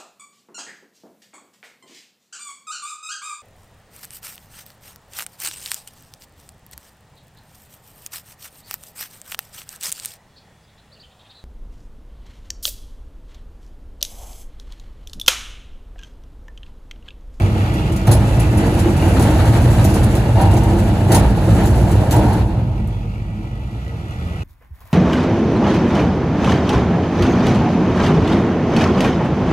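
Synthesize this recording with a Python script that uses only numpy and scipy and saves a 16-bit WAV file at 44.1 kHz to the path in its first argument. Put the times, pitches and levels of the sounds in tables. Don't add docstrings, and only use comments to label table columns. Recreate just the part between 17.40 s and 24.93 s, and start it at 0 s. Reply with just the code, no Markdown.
import sys
import numpy as np
from scipy import signal
from scipy.fft import rfft, irfft, next_fast_len
from scipy.io import wavfile
from scipy.ndimage import uniform_filter1d

SR = 44100
rng = np.random.default_rng(int(sys.argv[2]) if len(sys.argv) > 2 else 0)


def put_to_file(sound):
    columns = np.atleast_2d(sound).T
    safe = np.clip(columns, -1, 1)
    whole_steps = np.round(safe * 32767)
    wavfile.write(sys.argv[1], SR, whole_steps.astype(np.int16))


N = 332066

# start_s, extra_db, rise_s, decay_s, groan_db
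LURCHES = [(.668, 21.5, 0.0081, 0.054, -31), (1.7, 14.5, 0.11, 0.22, -32), (2.94, 5, 0.028, 0.29, -19.5),
           (3.698, 24.5, 0.037, 0.11, -19), (4.07, 2, 0.09, 0.83, -33.5), (4.715, 21.5, 0.05, 0.11, -14.5)]


def gain_of(db):
    return 10 ** (np.asarray(db) / 20)


def evened(x):
    return x / np.sqrt(np.mean(x ** 2) + 1e-20)


def columns(rows):
    s, *values = np.transpose(rows)
    return [np.interp(np.arange(N) / SR, s, v) for v in values]


def coloured(x, spectrum):
    size = next_fast_len(N)
    hz = np.fft.rfftfreq(size, 1 / SR)
    curve_hz, curve_db = np.transpose(spectrum)
    db = np.interp(np.log(hz + 1), np.log(curve_hz + 1), curve_db, -120, -120)
    return evened(irfft(rfft(x, size) * gain_of(db), size)[:N])


def stones(per_s, spread_db):
    size_db = spread_db * np.minimum(rng.exponential(1, N), 5)
    size = gain_of(size_db) * rng.choice([-1., 1.], N)
    return evened(size * (rng.random(N) < per_s / SR))


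def lumps(per_s, depth_db):
    span = max(int(SR / per_s), 2)
    wander = uniform_filter1d(uniform_filter1d(rng.standard_normal(N), span), span)
    return gain_of(depth_db * evened(wander))


def bent(x, per_s, depth_db):
    place = np.cumsum(lumps(per_s, depth_db))
    return np.interp(place * N / place[-1], np.arange(N), x)


def ring(modes, seconds):
    t = np.arange(int(seconds * SR)) / SR
    return np.array([gain_of(db - 60 * t / t60) * np.sin(2 * np.pi * (hz * t)) for hz, db, t60 in modes])


def add(mix, s, sound):
    part = mix[round(s * SR):][:len(sound)]
    part += sound[:len(part)]


def ports(x, table):
    f, lead, alike, balance_db = np.transpose(table)
    size = next_fast_len(N + SR // 4)
    hz = np.fft.rfftfreq(size, 1 / SR)
    lead, alike, balance_db = (np.interp(hz, f, c) for c in (lead, np.clip(alike, 0, 1), balance_db))
    delay_s = np.interp(hz, np.arange(0, SR, 30), rng.uniform(0.003, .035, SR // 30)) / (1 + hz / 9000)
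    direct = rfft(x, size)
    scattered = direct * np.exp(-2j * np.pi * np.cumsum(delay_s) * hz[1])
    direct_share, scattered_share = np.sqrt((1 + alike) / 2), np.sqrt((1 - alike) / 2)
    tilt = np.exp(.5j * lead) * gain_of(balance_db / 2)
    left = (direct_share * direct + scattered_share * scattered) * tilt
    right = (direct_share * direct - scattered_share * scattered) / tilt
    return irfft(np.array([left, right]), size)[:, :N]


def yard():
    # hz, db
    breeze_spectrum = [(25, -2), (69, -1.5), (106, -14), (239, -24), (390, -33)]
    grit_spectrum = [(150, -35), (250, -20), (1050, -7), (1250, -13), (1970, -12.5), (3500, -26),
                     (4550, -60)]
    rustle_spectrum = [(2060, -40), (3500, -2), (6590, -7.5), (8630, -1), (15800, -3)]
    # breeze_db, murmur_db (far yard), leaves_db
    quiet_db = [-48, -63.5, -70.5]
    # start_s, crunch_db, rustle_db, length_s
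    steps = [(7.084, -70, -61, 0.033), (7.202, -58, -76, 0.053), (7.325, -64, -65, 0.08),
             (7.397, -58, -57, 0.042), (7.444, -56, -58, 0.059), (7.5, -52, -54, 0.046)]
    # start_s, peak_db, pitch_hz, t60_s
    thuds = [(7.213, -50, 480, 0.044), (7.308, -26.5, 70.5, 0.11), (7.388, -48, 1100, .02),
             (7.413, -45, 1050, 0.022), (7.441, -39, 93, 0.12), (7.454, -48, 655, 0.033),
             (7.501, -43, 1000, 0.028)]
    t = np.arange(SR // 5) / SR
    breeze, crunch, rustle = np.ones((3, N)) * gain_of(quiet_db)[:, None]
    for s, crunch_db, rustle_db, length_s in steps:
        press = (2 * t / length_s) ** 2 * np.exp(2 - 4 * t / length_s)
        add(crunch, s, gain_of(crunch_db) * press)
        add(rustle, s, gain_of(rustle_db) * press)
    out = breeze * coloured(rng.standard_normal(N), breeze_spectrum) * lumps(23.5, 1.6)
    crunching = coloured(rng.standard_normal(N) + 0.7 * stones(800, 2.4), grit_spectrum)
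    out += crunch * crunching * lumps(10.5, 1.53)
    out += rustle * coloured(rng.standard_normal(N) + stones(1500, 4.7), rustle_spectrum)
    grit = coloured(rng.standard_normal(N), grit_spectrum)
    for s, db, hz, t60 in thuds:
        knock = ring([(hz, 0, t60)], .2)[0] * (1 - np.exp(-t * hz))
        fade = np.exp(-t / .006)[:N - round(s * SR)]
        tick = 0.4 * grit[round(s * SR):][:len(t)] * fade * (hz > 200)
        add(out, s, gain_of(db) * knock / abs(knock).max())
        add(out, s, gain_of(db) * tick)
    return out


def hum():
    # pitch_hz, level_db (rms at the swell, before the wavering),
    # loudest_s, span_s
    hum_tones = [(116.6, -19, 3.27, 0.064), (117.8, -18.5, 2.33, 0.18), (118.6, -28, 5.06, 0.96),
                 (175, -35, 6.9, 0.21)]
    t = np.arange(N) / SR
    out = np.zeros(N)
    for hz, db, loudest_s, span_s in hum_tones:
        swell = np.exp(-((t - loudest_s) / span_s) ** 2)
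        out += gain_of(db) * swell * lumps(5.6, 1.4) * np.sqrt(2) * np.sin(2 * np.pi * hz * t)
    return out


def engine(rows):
    cylinders_db = [-2.5, -7, -1, -7.5, -1, -3.5, -1, -2.5]
    # hz, db
    exhaust_spectrum = [(20, -23), (45, 11.5), (110, 6.5), (200, -13), (400, -17), (800, -28.5),
                        (1500, -51)]
    # hz, db
    clatter_spectrum = [(800, -31.5), (1250, 7), (1660, -5), (1960, -1), (2350, -3), (2610, -2.5),
                        (3050, -5.5), (5650, -15.5), (13300, -22), (15800, -32)]
    covers_hz = [1950, 2330, 2570, 2810, 3400]
    cover_width_hz = 60
    firing_hz, tone_db, clatter_db = columns(rows)
    turns = np.cumsum(firing_hz) / SR
    count = turns.astype(int)
    uneven_db = 1.0 * rng.standard_normal(N)[count]
    strength_db = np.array(cylinders_db)[count % len(cylinders_db)] + uneven_db
    pulses = coloured(gain_of(strength_db) * (np.diff(count, prepend=0) > 0), exhaust_spectrum)
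    loudness = np.sqrt(uniform_filter1d(pulses ** 2, SR // 5))
    knock = .7 + gain_of(2.2 * strength_db) * np.exp(-(turns % 1) / firing_hz / .005)
    clatter = coloured(knock * rng.standard_normal(N), clatter_spectrum)
    covers = np.zeros(N)
    for hz in covers_hz:
        resonance = signal.iirpeak(hz, hz / cover_width_hz, SR)
        covers += lumps(6, 4.0) * signal.lfilter(*resonance, knock * clatter)
    clatter = evened(clatter + 0.5 * evened(bent(covers, 2.5, .12))) * lumps(24, 0.93)
    return gain_of(tone_db) * pulses / loudness + gain_of(clatter_db) * clatter


def lurches():
    t = np.arange(N) / SR
    shapes = []
    for s, _, rise_s, decay_s, _ in LURCHES:
        since = np.maximum(t - s, 0)
        shapes.append((1 - np.exp(-since / rise_s)) * np.exp(-since / decay_s))
    return np.array(shapes)


def groan():
    # hz, db
    groan_spectrum = [(480, -36.5), (640, -5), (800, -4), (940, 0.5), (1080, -29)]
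    rasp = coloured(rng.standard_normal(N) + 0.21 * stones(400, 1.9), groan_spectrum) * lumps(30, 0.98)
    return gain_of(np.array(LURCHES)[:, 4]) @ lurches() * rasp


def chain():
    # start_s, peak_db, main_hz
    clinks = [(0.3361, -25, 10640), (0.518, -22.5, 9330), (0.5597, -24.5, 6910), (0.668, -17.5, 6740),
              (0.712, -8, 5460), (0.9947, -18.5, 10170), (1.171, -20.5, 10300), (1.339, -26.5, 9410),
              (1.39, -20, 8000), (1.564, -28, 9920), (1.6789, -21.5, 10290), (1.7925, -17.5, 7020),
              (1.817, -16.5, 10000), (2.44, -13.5, 7000), (2.539, -20, 9900), (2.6307, -18.5, 9480),
              (2.75, -19, 4380), (3.01, -21.5, 10100), (3.110, -23, 9440), (3.134, -21.5, 10000),
              (3.166, -20.5, 8340), (3.232, -24, 6800), (3.386, -24, 7490), (3.716, -8.5, 9200),
              (3.744, -6, 9500), (4.254, -21.5, 7680), (4.269, -24, 7400), (4.512, -23, 4700),
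              (4.7081, -13.5, 6700), (4.719, -19, 4150), (4.76, -19.5, 9700), (4.9258, -25.5, 9680),
              (5.471, -36, 4150)]
    # hz, db
    link_modes = [(2080, -10), (4250, -10.5), (5350, -9.5), (6790, -8), (7900, -0.5), (9500, 6),
                  (10400, -0.5), (12900, 1), (14000, 2)]
    link_t60_s = .011
    out, t = np.zeros(N), np.arange(3000) / SR
    hz, ring_db = np.transpose(link_modes)
    chance = rng.standard_normal((len(clinks), len(t) + len(link_modes)))
    for (s, db, main_hz), noise in zip(clinks, chance):
        pitch = hz * (1 + .025 * noise[len(t):])
        lean = 0.6 + np.exp(-(np.log(hz / main_hz) / .1) ** 2)
        response = lean @ ring([(f, d, link_t60_s) for f, d in zip(pitch, ring_db)], .03)
        length_s = max(0.012 + 0.00023 * (db + 16), .004)
        hits = noise[:len(t)] * (1 - np.exp(-t / .003))
        hits *= np.exp(-(t / length_s) ** 0.75)
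        scrape = signal.lfilter([1, -1], [1, -.75], hits)
        sound = evened(signal.fftconvolve(hits, response)[:len(t)]) + 0.98 * evened(scrape)
        add(out, s, gain_of(db) * sound / abs(sound).max())
    return out


def drag_levels():
    # time_s, slide_db
    slide = [(0, -4), (.3, -3.5), (.6, -5), (.66, -6.5), (.8, -0.5), (1.5, 0.5), (1.9, 1), (2.45, 2.5),
             (2.88, 0), (3.55, -0.5), (3.95, -2), (4.12, 1), (4.65, -0.5), (4.98, -2), (5.3, -10),
             (5.72, -19.5), (6.3, -17), (7.03, -15)]
    # steady_db, slide_share, lurch_share, fastest_fade_db_per_s
    layers = [(-13.5, 0.82, 0.34, 11.5), (-21.5, 1.01, 0.81, 45), (-35.5, 1.56, 1, 90),
              (-41.5, 2.46, 0.71, 120)]
    t, (slide_db,) = np.arange(N) / SR, columns(slide)
    lurch_db = np.array(LURCHES)[:, 1] @ lurches()
    levels = []
    for steady_db, slide_share, lurch_share, fade in layers:
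        held_db = np.maximum.accumulate(slide_share * slide_db + fade * t) - fade * t
        levels.append(steady_db + held_db + lurch_share * lurch_db)
    return levels


def container():
    # hz, db
    boom_spectrum = [(30, -47), (47, -6.5), (101, 4), (146, -5), (204, -8.5), (260, -15), (340, -48)]
    rattle_spectrum = [(130, -12.5), (220, -2.5), (253, -7), (317, -2.5), (416, -9), (872, -10),
                       (1150, -25), (1500, -27.5)]
    grind_spectrum = [(590, -20), (1100, -6.5), (1670, -4.5), (2180, -10), (3500, -14), (4150, -14.5),
                      (5500, -26), (7150, -46)]
    hiss_spectrum = [(3500, -22), (4500, -4), (7000, -0.5), (9500, 0.5), (13500, -6.5), (15800, -11)]
    # hz, db, t60_s
    panels = [(61.3, -1, 0.58), (117.65, 1.5, 0.3), (165.8, -8, 0.49), (202.5, -6, 0.49), (260, -6, 0.2),
              (308.8, -6, 0.42), (339.8, -6.5, 0.36), (457.8, -12, 0.35), (566, -11.5, 0.11),
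              (648, -6.5, 0.098), (785, -12.5, 0.11)]
    # start_s, peak_db (of the ringing), struck_hz (pitch of the part struck)
    jolts = [(.668, -21, 710), (.680, 0, 126), (.709, -0.5, 118), (0.743, -7, 61), (0.975, -5.5, 101.6),
             (1.459, -7.5, 317), (2.249, -4, 117), (2.735, -18.5, 560), (2.97, -22.5, 776),
             (3.014, -7, 850), (3.06, -8, 790), (3.135, -9.5, 314), (3.695, -8.5, 340), (3.729, -9, 336),
             (4.079, -5, 177.6), (4.312, -14, 650), (4.672, -12.5, 650), (4.765, -7.5, 310)]
    boom_db, rattle_db, grind_db, hiss_db = drag_levels()
    modes = ring(panels, .4)
    ringing = evened(sum(signal.oaconvolve(stones(150, 4.47), mode)[:N] for mode in modes))
    ringing = bent(ringing, 4.01, 0.1491)
    low = coloured(ringing, [(25, 0.0093), (240, 0.0031)])
    high = coloured(ringing, [(240, 0.015), (1100, 0.0033)])
    boom = evened(coloured(rng.standard_normal(N), boom_spectrum) + 0.85 * low)
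    shaking = coloured(rng.standard_normal(N) + .5 * stones(1500, 6.4), rattle_spectrum)
    rattle = evened(shaking + 0.72 * high)
    crush = 1 + 0.35 * lurches().sum(0)
    grind = coloured(rng.standard_normal(N) + 0.33 * crush * stones(2500, 2.2), grind_spectrum)
    grind *= lumps(57, 1.57)
    hiss = coloured(rng.standard_normal(N) + 0.14 * stones(2200, 1.4), hiss_spectrum) * lumps(55, 1.27)
    shudder = lumps(31, 1.0)
    rough = gain_of(rattle_db) * rattle + gain_of(grind_db) * grind + gain_of(hiss_db) * hiss
    out = gain_of(boom_db) * boom + shudder * rough
    t = np.arange(modes.shape[1]) / SR
    scrape = 0.16 * (rattle + 0.09 * grind)[:len(t)] * np.exp(-t / 0.03)
    chance = rng.standard_normal((len(jolts), len(panels)))
    panel_hz = np.array(panels)[:, 0]
    for (s, db, struck_hz), weights in zip(jolts, chance):
        near = 0.15 + np.exp(-(np.log(panel_hz / struck_hz) / 0.17) ** 2)
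        blow = (near * gain_of(2.8 * weights)) @ modes
        blow *= (1 - np.exp(-t / 0.0018)) * np.exp(-t / 0.094)
        add(out, s, gain_of(db) * (blow / abs(blow).max() + scrape))
    return out


def scene():
    # time_s, firing_hz, exhaust_db, clatter_db
    pulling = [(0, 99.86, -16.5, -33.5), (.6, 101.7, -29, -34), (1.6, 98.16, -31, -34.5),
               (2.5, 94.1, -25, -38), (3.6, 96.84, -19, -40), (4.8, 97.6, -22, -57), (5.4, 98.7, -29, -52),
               (7.03, 98.75, -58, -50)]
    waiting = [(5.6, 47.4, -25, -46), (6.2, 48.7, -30.5, -48), (6.45, 62.3, -31, -44),
               (6.7, 75.4, -38, -44.5), (6.85, 81.43, -23, -42), (7.03, 82.36, -27, -42.5)]
    # hz, left_lead_rad, likeness (0-1), left_minus_right_db
    from_engine = [(0, 0, 1, -1.4), (250, 0, .99, -.5), (600, .3, .8, 1), (1200, 2, .85, 0),
                   (2070, 4.6, .9, -1), (4200, 11, .35, -2), (6400, 19.4, .5, -3), (7400, 18.1, .45, 0),
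                   (8700, 15.7, .97, 0), (15100, 3.14, .98, 0)]
    from_box = [(0, 0, .99, -1.9), (200, 0, .985, -.3), (1000, -.5, .8, -1.2), (1500, .2, .6, 0),
                (2200, 0, .1, 1.2), (2930, 2.2, .2, 1), (4200, 6.3, .45, -2), (6400, 13.2, .45, -3),
                (7400, 11.8, .45, 0), (8700, 9.42, .93, 0), (15100, -3.14, .96, 0)]
    from_yard = [(0, 0, .95, 0), (600, .1, .5, 1), (2100, .5, .8, -2), (4200, 2, .3, 5), (6400, 0, .9, 0),
                 (8400, -3.14, .98, 0), (13500, -6.28, .98, -.8)]
    change_s, crossfade_s = 7.034, 0.0021
    haul = ports(engine(pulling) + engine(waiting) + hum(), from_engine)
    haul += ports(container() + groan() + chain(), from_box)
    after = np.clip((np.arange(N) / SR - change_s) / crossfade_s, 0, 1)
    return haul * (1 - after) + ports(yard(), from_yard) * after


def record(dry):
    ceiling, low_hz, edge_hz = .95, 32, 15800
    thin = signal.sosfilt(signal.butter(2, low_hz, "high", fs=SR, output="sos"), dry)
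    soft = ceiling * np.tanh(thin / ceiling)
    lowpass = signal.firwin(1023, edge_hz, window=("kaiser", 9), fs=SR)
    return signal.oaconvolve(soft, lowpass[None], "same")


dry = scene()
out = record(dry)
put_to_file(out)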